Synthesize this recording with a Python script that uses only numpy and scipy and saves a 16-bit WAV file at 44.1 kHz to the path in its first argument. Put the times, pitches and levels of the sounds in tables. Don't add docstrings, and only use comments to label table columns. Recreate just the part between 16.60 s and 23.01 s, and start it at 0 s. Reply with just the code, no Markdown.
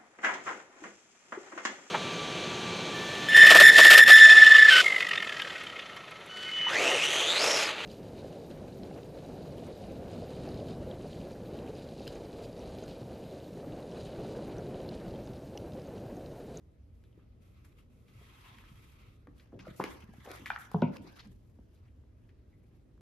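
import sys
import numpy as np
from scipy import signal
from scipy.fft import rfft, irfft, next_fast_len
from scipy.io import wavfile

SR = 44100
rng = np.random.default_rng(int(sys.argv[2]) if len(sys.argv) > 2 else 0)


def output_pcm(signal):
    pcm = np.clip(np.atleast_2d(signal).T, -1, 1) * 32767
    wavfile.write(sys.argv[1], SR, np.round(pcm).astype(np.int16))


N = 282668

# start_s, level_db, treble_db (treble compared with the level)
RUB = [(1.3, -82, -5.5), (1.44, -80, 1), (1.5, -74, -1), (1.57, -67.5, -9), (1.65, -65, -6.5),
       (1.75, -63.5, -9), (1.87, -60, -9), (2.07, -64.5, -9.5), (2.15, -66, -5), (2.37, -68.5, -5.5),
       (2.47, -67, -9.5), (2.6, -80.5, -13), (2.7, -100, -12)]

LEFT_LAG_S, LAG_FADE_HZ = -.000035, 3000


def from_db(db):
    return 10 ** (np.asarray(db) / 20)


def rms_one(x):
    return x / np.sqrt(np.mean(x ** 2) + 1e-20)


def at_hz(points, hz):
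    table_hz, values = np.array(points).T
    return np.interp(np.log(hz), np.log(table_hz), values)


def band(x, low_hz, high_hz):
    sos = signal.butter(2, [low_hz, min(high_hz, .45 * SR)], "band", fs=SR, output="sos")
    return signal.sosfilt(sos, x)


def low_pass(x, cut_hz):
    return signal.lfilter(*signal.butter(1, cut_hz, fs=SR), x)


def ring(x, hz, width_hz):
    r, w = np.exp(-np.pi * width_hz / SR), 2 * np.pi * hz / SR
    return signal.lfilter([0, np.sin(w)], [1, -2 * r * np.cos(w), r * r], x)


def drift(rate_hz):
    r = np.exp(-80 * np.pi * rate_hz / SR)
    slow = signal.lfilter([1], [1, -2 * r, r * r], rng.standard_normal(N // 40 + 2002))
    slow = rms_one(slow[2000:])
    return np.interp(np.arange(N) / 40, np.arange(len(slow)), slow)


def ports(mid, side):
    # pitch_hz, likeness (-1 opposite to 1 same)
    likeness = [(60, 0.97), (125, 0.9), (250, 0.81), (1000, 0.0063), (3000, 0.36), (6000, 0.098),
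                (8700, -0.58), (10300, -0.38), (12000, 0.28)]
    size = next_fast_len(N)
    hz = np.fft.rfftfreq(size, 1 / SR)
    alike = np.clip(at_hz(likeness, np.maximum(hz, 1)), -1, 1)
    mid = rfft(mid, size) * np.sqrt(1 + alike)
    side = rfft(side, size) * np.sqrt(1 - alike)
    lag_s = LEFT_LAG_S / (1 + (hz / LAG_FADE_HZ) ** 2)
    left = (mid + side) * np.exp(-2j * np.pi * hz * lag_s)
    return irfft(np.array([left, mid - side]), size)[:, :N]


def add(out, sound, s):
    i = round(s * SR)
    out[..., i:i + sound.shape[-1]] += sound[..., :N - i]


def house():
    # (relative, per Hz)
    house_colour = [(12, -53), (20, -33.5), (41, -5.5), (66, -2.5), (124, -5.5), (146, -15.5), (252, -15),
                    (281, -18.5), (513, -25.5), (837, -38.5), (2170, -46), (6830, -56.5), (8040, -55.5),
                    (12400, -61), (13500, -65)]
    out = 0
    edges_hz = 20 * 2 ** np.arange(0, 9.7, 1 / 3)
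    white = rng.standard_normal((2, 2, N))
    for k, (low, high) in enumerate(zip(edges_hz, edges_hz[1:])):
        level_db = at_hz(house_colour, np.sqrt(low * high)) + 1.6 * drift(5)
        out = out + from_db(level_db) * band(white[k % 2], low, high)
    return from_db(-57) * rms_one(ports(*out))


def room(x):
    t60_s, room_db, wall_cut_hz = 0.56, -8, 1630
    t = np.arange(30000) / SR
    fade = from_db(-60 * t / t60_s)
    echoes = rng.standard_normal((2, len(t))) * np.clip(t / 0.009, 0, 1) * fade
    dull = low_pass(echoes, wall_cut_hz)
    echoes = dull + (echoes - dull) * fade
    echoes = signal.sosfilt(signal.butter(2, 140, "high", fs=SR, output="sos"), echoes)
    echoes /= np.sqrt(np.sum(dull[0] ** 2) * SR / 2 / wall_cut_hz / 1.52)
    mid, side = signal.fftconvolve(echoes, x[None], axes=1)[:, :N]
    return from_db(room_db) * (mid + band(side, 220, 16000) * [[1], [-1]])


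def fur_levels(t):
    # peak_s, peak_db, swell_s and fade_s (time per 20 dB, treated as at least 0.005 s),
    # treble_db (compared with the body)
    swishes = [(0.45, -85.5, 0.33, 0.3, 2), (0.615, -78, 0.32, 0.15, -24), (0.72, -82, -0.7, 0.14, -20),
               (0.82, -74.5, 0.02, 0.4, -3), (0.948, -73.5, 0.02, 0.3, -13.5),
               (1.05, -68.5, 0.01, 0.08, -2), (1.129, -72.5, 0.06, 0, -12), (1.188, -66.5, 0.04, 0.07, -6),
               (2.8, -74, 0.14, 0.25, -4), (3.001, -60, 0, 0.12, -17), (3.088, -61.5, 0.06, 0.13, -9.5),
               (3.164, -70.5, 0.01, 0.05, 11.5), (3.215, -71, 0.08, 0.04, 9.5),
               (3.246, -53, 0.005, 0.16, -15), (3.329, -60.5, 0.22, 0.17, -3.5),
               (3.443, -71.5, -0.05, -0.05, 8.5), (3.547, -76, -0.8, -1.5, -10),
               (3.709, -56.5, 0.17, 0.35, -5), (3.79, -85, 0.2, -7, 1), (3.863, -52, -0.1251, 0.0536, -7.5),
               (3.919, -55.5, 0.07, 0.21, -31), (3.988, -71, -0.26, 0.16, 7), (4.116, -66.5, 0, 0.14, -1),
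               (4.3, -71.5, 1.9, 0.01, -25), (4.367, -56, 0.05, -0.0156, -9), (4.42, -77.5, -1.8, 0.25, 5),
               (4.493, -60, 0.07, 0.0435, -7.5), (4.57, -81, 0, 0.2, -5), (4.596, -65, 0.1, -0.02, -10),
               (4.612, -60.5, 0.1, 0.0053, -22), (4.65, -70, 0.7, 0.09, -13), (4.72, -83, 0.03, 0.12, 8),
               (4.829, -90.5, -0.4, 0.5, 8), (5.16, -88.5, 0.55, 0.1, 2.5), (5.285, -84, 0.4, 0, -13),
               (5.701, -84.5, 0.2, 0.4, -20.5), (6.12, -84.5, 0.34, 0.27, -2.5)]
    stir_db, stir_treble_db = -93, -0.5
    rub_s, rub_db, rub_treble_db = np.transpose(RUB)
    rub_db = np.interp(t, rub_s, rub_db, left=-200, right=-200)
    rub_treble_db = np.interp(t, rub_s, rub_treble_db)
    body = from_db(2 * stir_db) + from_db(2 * rub_db)
    treble = from_db(2 * (stir_db + stir_treble_db)) + from_db(2 * (rub_db + rub_treble_db))
    for s, db, swell_s, fade_s, treble_db in swishes:
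        before, after = (s - t) / max(swell_s, .005), (t - s) / max(fade_s, .005)
        power = from_db(2 * (db - 20 * np.where(t < s, before, after)))
        body = body + power
        treble = treble + power * from_db(2 * treble_db)
    return np.sqrt(body), np.sqrt(treble)


def resonate(grains, hz, width_hz, db, waver_db):
    return from_db(db + waver_db * drift(13.0)) * rms_one(ring(grains, hz, width_hz))


def fur():
    # pitch_hz, width_hz, level_db, gain (extra dB per dB of rub)
    bristles = [(915, 150, -4, 1), (1084, 73, -3, 0.3), (1285, 108.5, -2.5, -0.1), (1720, 297, -4, 0.6),
                (2042, 260, -1, 0.02), (2600, 400, -0.5, 0.06), (3280, 220, -4, 0.3),
                (3700, 430, -4.5, 0.05), (4550, 1800, -4.5, -0.04), (6800, 4100, -11, -0.2)]
    # pitch_hz, width_hz, level_db
    floor_tones = [(620, 500, -4), (960, 700, 5), (1440, 370, 1.5), (1615, 140, -1), (2000, 500, 0),
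                   (2660, 680, -1.5), (3400, 660, -2.5), (4400, 1800, -4), (6300, 1800, -9)]
    wrestle_s = 2.62
    firm_rub_db = -65
    t = np.arange(N) / SR
    body_gain, treble_gain = fur_levels(t)
    wrestling = t > wrestle_s
    grain_db = 2.2 * rng.standard_normal(N) + np.where(wrestling, 2.2, 1.1) * drift(40)
    grains = rms_one(rng.standard_normal((2, N)) * from_db(grain_db))
    clicks = rng.random(N) < 260 / SR
    scratches = clicks * from_db(10.5 + 3.2 * rng.standard_normal(N)) * wrestling
    grains = grains + scratches * [[1], [.6]]

    rub_s, rub_db, _ = np.transpose(RUB)
    press_db = np.interp(t, rub_s, rub_db).clip(-72, 0) - firm_rub_db
    brush, floor = 0, 0
    for k, (hz, width_hz, db, gain) in enumerate(bristles):
        brush = brush + resonate(grains, hz, width_hz, db + gain * press_db, waver_db=1.0) * (-1) ** k
    for k, (hz, width_hz, db) in enumerate(floor_tones):
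        floor = floor + resonate(grains, hz, width_hz, db, waver_db=2.56) * (-1) ** k
    body = np.where(wrestling, from_db(3.5) * rms_one(floor), rms_one(brush))
    body = rms_one(band(body, 540, 9000))

    sizzle = rms_one(signal.lfilter(*signal.butter(1, 6000, "high", fs=SR), grains[::-1]))
    treble = from_db(1.8 * drift(6.4) + 2.3 * drift(30) * wrestling) * sizzle
    return ports(*(body_gain * body + treble_gain * treble))


def contact(noise, hz, octaves, rise_s, length_s):
    grit_power = .6
    snap, snap_s = 7.0, .008
    t = np.arange(len(noise)) / SR
    swell = (t / max(rise_s, .0001)).clip(0, 1)
    fade = np.exp(-(t - rise_s).clip(0) / max(length_s, .0002))
    grit = noise * np.abs(noise[::-1]) ** grit_power * swell * fade
    grit[round(max(rise_s, 0) * SR)] += snap * np.sqrt(snap_s / max(length_s, .001))
    spread = 2 ** max(octaves, .05)
    low_hz, high_hz = hz / spread, hz * spread
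    touch = band(band(grit, low_hz, high_hz), low_hz / 1.6, high_hz * 1.6)
    return touch / np.abs(touch).max()


def soft_thuds():
    # start_s, peak_db, pitch_hz (centre), length_s (fade of the push)
    thuds = [(0.574, -51, 237, 0.0039), (1.609, -54, 363, 0.008), (2.111, -47, 122, 0.01),
             (2.676, -46, 209, 0.013), (2.926, -41.5, 346, 0.028), (2.95, -44.5, 145, 0.025),
             (2.994, -47.5, 150, 0.055), (3.076, -40, 238, 0.0074), (3.105, -42.5, 193, 0.0038),
             (3.195, -30.5, 430, 0.014), (3.216, -35.5, 172, 0.01), (3.238, -29.5, 323, 0.0026),
             (3.298, -42, 325, 0.0058), (3.192, -34.5, 128, 0.019), (3.433, -45, 153, 0.008),
             (3.485, -42.5, 168, 0.0078), (3.577, -43.5, 172, 0.0073), (3.654, -45, 520, 0.01),
             (3.67, -37.5, 530, 0.017), (3.693, -46.5, 480, 0.008), (3.702, -37.5, 387, 0.0067),
             (3.713, -44.5, 440, 0.0019), (3.746, -48.5, 484, 0.0035), (3.793, -45.5, 192, 0.05),
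             (3.814, -41.5, 163, 0.013), (4.279, -43, 355, 0.013), (4.297, -33.5, 188, 0.013),
             (4.385, -42.5, 190, 0.039), (4.44, -49, 301, 0.011), (4.468, -44.5, 221, 0.0091),
             (4.647, -46, 175, 0.053), (4.986, -47.5, 190.4, 0.0077)]
    out, noise = np.zeros(N), rng.standard_normal((len(thuds), 7000))
    for (s, db, hz, length_s), grit in zip(thuds, noise):
        add(out, from_db(db) * contact(grit, hz, 0.59, 0.00359, length_s), s)
    return out


def ticks_and_skids():
    # snap_s, level_db (main colour's peak), pitch_hz (centre), width_octaves (each way),
    # length_s (fade of the touch), crack_db (compared with the main colour)
    touches = [(0.439, -61, 1210, 1.3, 0.005, -4), (0.45, -70, 3650, .15, 0.01, -13),
               (0.528, -67.5, 3070, 0.16, 0.0043, -14), (0.59, -67, 1310, 0.31, 0.018, -14),
               (1.048, -61.5, 1190, 0.71, 0.021, -17), (1.185, -69.5, 2790, 0.16, 0.02, -13),
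               (1.483, -59, 1930, 0.76, 0.02, -14), (1.986, -45, 1910, 0.46, 0.00051, -11),
               (2.039, -51, 1010, 0.73, 0.0023, -19), (2.672, -44.5, 628, 1.25, 0.0034, -22),
               (2.781, -55.5, 3430, 0.75, 0.0036, -1), (2.798, -53, 2580, 0.65, 0.011, -14.5),
               (2.923, -57, 890, 0.61, 0.0096, -23), (2.992, -47, 1800, 1, 0.008, -11),
               (2.995, -52, 2410, 0.16, 0.008, -18), (3.05, -53, 1340, 0.093, 0.018, -34),
               (3.069, -38.5, 556, 0.21, 0.0021, -22), (3.081, -55, 1850, 0.18, 0.0015, -16),
               (3.197, -29.5, 490, 0.6, 0.0024, -43), (3.2004, -21.5, 875, .32, 0.0026, -38),
               (3.209, -37.5, 1016, 0.93, 0.02, -23), (3.253, -40, 796, 1.3, 0.015, -18.5),
               (3.24, -24.5, 748, 1.56, 0.0032, -9.5), (3.537, -51.5, 730, 0.38, 0.0056, -5),
               (3.662, -44.5, 1424, 0.99, 0.0053, -10.5), (3.672, -52, 1200, 0.92, 0.0035, -9),
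               (3.689, -44, 1000, 0.98, 0.0011, -16.5), (3.716, -41, 1550, 1.1, 0.0015, 4.5),
               (3.859, -31.5, 2000, 0.28, 0.007, -29.5), (3.86, -42.5, 4000, 0.37, .006, -19),
               (3.864, -35, 1502, 0.5, 0.0036, -23.5), (3.869, -36, 2200, 0.31, 0.0043, -23.5),
               (3.887, -50, 3200, 0.56, .004, -15), (3.932, -53.5, 2490, 0.27, .006, -22),
               (3.88, -43.5, 2200, 0.62, .006, -11.5), (3.903, -25.5, 896, 0.35, 0.0024, -31),
               (3.9033, -22.5, 1430, 0.2, 0.0019, -31.5), (3.904, -37, 2400, 0.082, 0.0044, -20.5),
               (3.902, -41, 3380, 0.14, 0.0015, -19.5), (3.914, -40.5, 1480, 0.26, .006, -31.5),
               (3.918, -47.5, 3300, 0.15, 0.0032, -20), (3.944, -47, 1450, 0.16, .004, -29.5),
               (4.006, -49.5, 1500, 0.2, .003, -30), (4.009, -47.5, 1650, 0.14, 0.0053, -30),
               (3.954, -44, 1520, 0.16, 0.0099, -27.5), (3.9617, -26.5, 1393, 0.45, 0.0022, -35.5),
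               (3.978, -48, 1880, 0.13, 0.0015, -30), (4.116, -40.5, 700, 1.0, 0.0038, -6.5),
               (4.22, -38, 3220, 0.31, 0.0016, -22.5), (4.226, -43.5, 2400, 0.15, 0.034, -42),
               (4.362, -58, 4700, 0.16, 0.001, -13), (4.369, -43.5, 2470, 0.16, 0.0021, -4.5),
               (4.368, -48, 4800, 0.19, 0.0032, -11), (4.564, -59, 3480, 0.19, 0.034, -8),
               (4.595, -47, 3280, 0.49, 0.015, -20), (4.674, -59, 7300, 0.37, 0.0024, -7),
               (4.988, -57, 560, 0.52, 0.004, -25), (5.158, -71.5, 4200, 0.33, 0.021, -9.5),
               (5.282, -67, 2040, 0.38, 0.009, -13), (5.438, -64, 806, 0.8, 0.0024, -19.5),
               (5.692, -61, 1884, 0.63, 0.0088, -11), (5.929, -71.5, 2100, 0.081, 0.012, -32),
               (6.04, -74.5, 2300, 0.15, 0.008, -31), (6.378, -64, 900, 0.71, 0.0027, -14)]
    out, noise = np.zeros(N), rng.standard_normal((len(touches), 4000))
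    for (s, db, hz, octaves, length_s, crack_db), grit in zip(touches, noise):
        rise_s = .2 * length_s + 1.2 / hz
        main = contact(grit, hz, octaves, rise_s, length_s)
        crack = contact(grit, 7000, 1.0, rise_s, length_s)
        add(out, from_db(db) * (main + from_db(crack_db) * crack), s - rise_s)
    return out


def door_mode(push, hz, t60_s, k):
    panel_hz, swell_cycles, uneven_db = 200, 0.763, 3
    sag_share, sag_s = .3, 0.016
    t = np.arange(len(push)) / SR
    mode = ring(push, hz, np.log(1000) / np.pi / t60_s)
    if hz < panel_hz:
        mode = np.interp(t + sag_share * sag_s * (1 - np.exp(-t / sag_s)), t, mode)
    else:
        mode = mode * (-1) ** k
    swell = 1 - np.exp(-t * hz / swell_cycles)
    return mode * swell * from_db(uneven_db * drift(44)[:len(t)])


def door():
    # start_s, peak_db
    door_knocks = [(4.1435, -19), (4.2205, -13)]
    # pitch_hz, t60_s (fade by 60 dB), low_db (struck low), edge_db (struck near the edge)
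    panel_tones = [(112, 0.23, -14, -12.5), (149.5, 0.16, 0, 0.5), (189.6, 0.45, -17, -15.5),
                   (245, 0.14, -14, -4.5), (358.5, 0.062, -12.5, -1.5), (397, 0.064, -29, -18),
                   (427, 0.11, -12, -17.5), (568, 0.025, -7, -1), (709, 0.074, -10, -13),
                   (869, 0.031, -7.5, -9.5), (945.7, 0.093, -15.5, -3), (952, 0.07, -9, -14),
                   (1130, 0.01, -2.5, -15.5), (1450, 0.025, -13.5, -9.5)]
    contact_s, burst_s, burst_db = 0.0005, .011, 2
    damped_s, damping_db_per_s, damping_db = 0.1, 400.5, 7
    out, t = np.zeros((2, N)), np.arange(16000) / SR
    push = np.exp(-((t / contact_s - 1.5) ** 2) * 4)
    damping = from_db(-(damping_db_per_s * (t - damped_s)).clip(0, damping_db))
    burst = from_db(burst_db) * np.exp(-t / burst_s)
    for spot, (s, db) in enumerate(door_knocks):
        sound = 0
        for k, (hz, t60_s, *spot_db) in enumerate(panel_tones):
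            sound = sound + from_db(spot_db[spot]) * door_mode(push, hz, t60_s, k)
        sound = band(sound * damping, 92, 9000)
        sound = from_db(db) * sound / np.abs(sound).max()
        add(out, sound * np.array([np.ones_like(t), burst]), s)
    return out


def scene():
    touches = soft_thuds() + ticks_and_skids()
    knocks, bursts = door()
    hits = touches + knocks
    echo = np.roll(band(hits, 430, 3400), round(.0145 * SR))
    wall = from_db(-12) * echo * [[1.3], [.6]]
    low = low_pass(hits, LAG_FADE_HZ)
    left = hits - low + np.roll(low, round(LEFT_LAG_S * SR))
    right = hits - 2 * band(hits, 7600, 10500)
    return np.array([left, right]) + wall + room(touches + bursts) + fur() + house()


def record(dry):
    return signal.sosfilt(signal.ellip(12, .5, 60, 13300 * .985, fs=SR, output="sos"), dry)


dry = scene()
out = record(dry)
output_pcm(out)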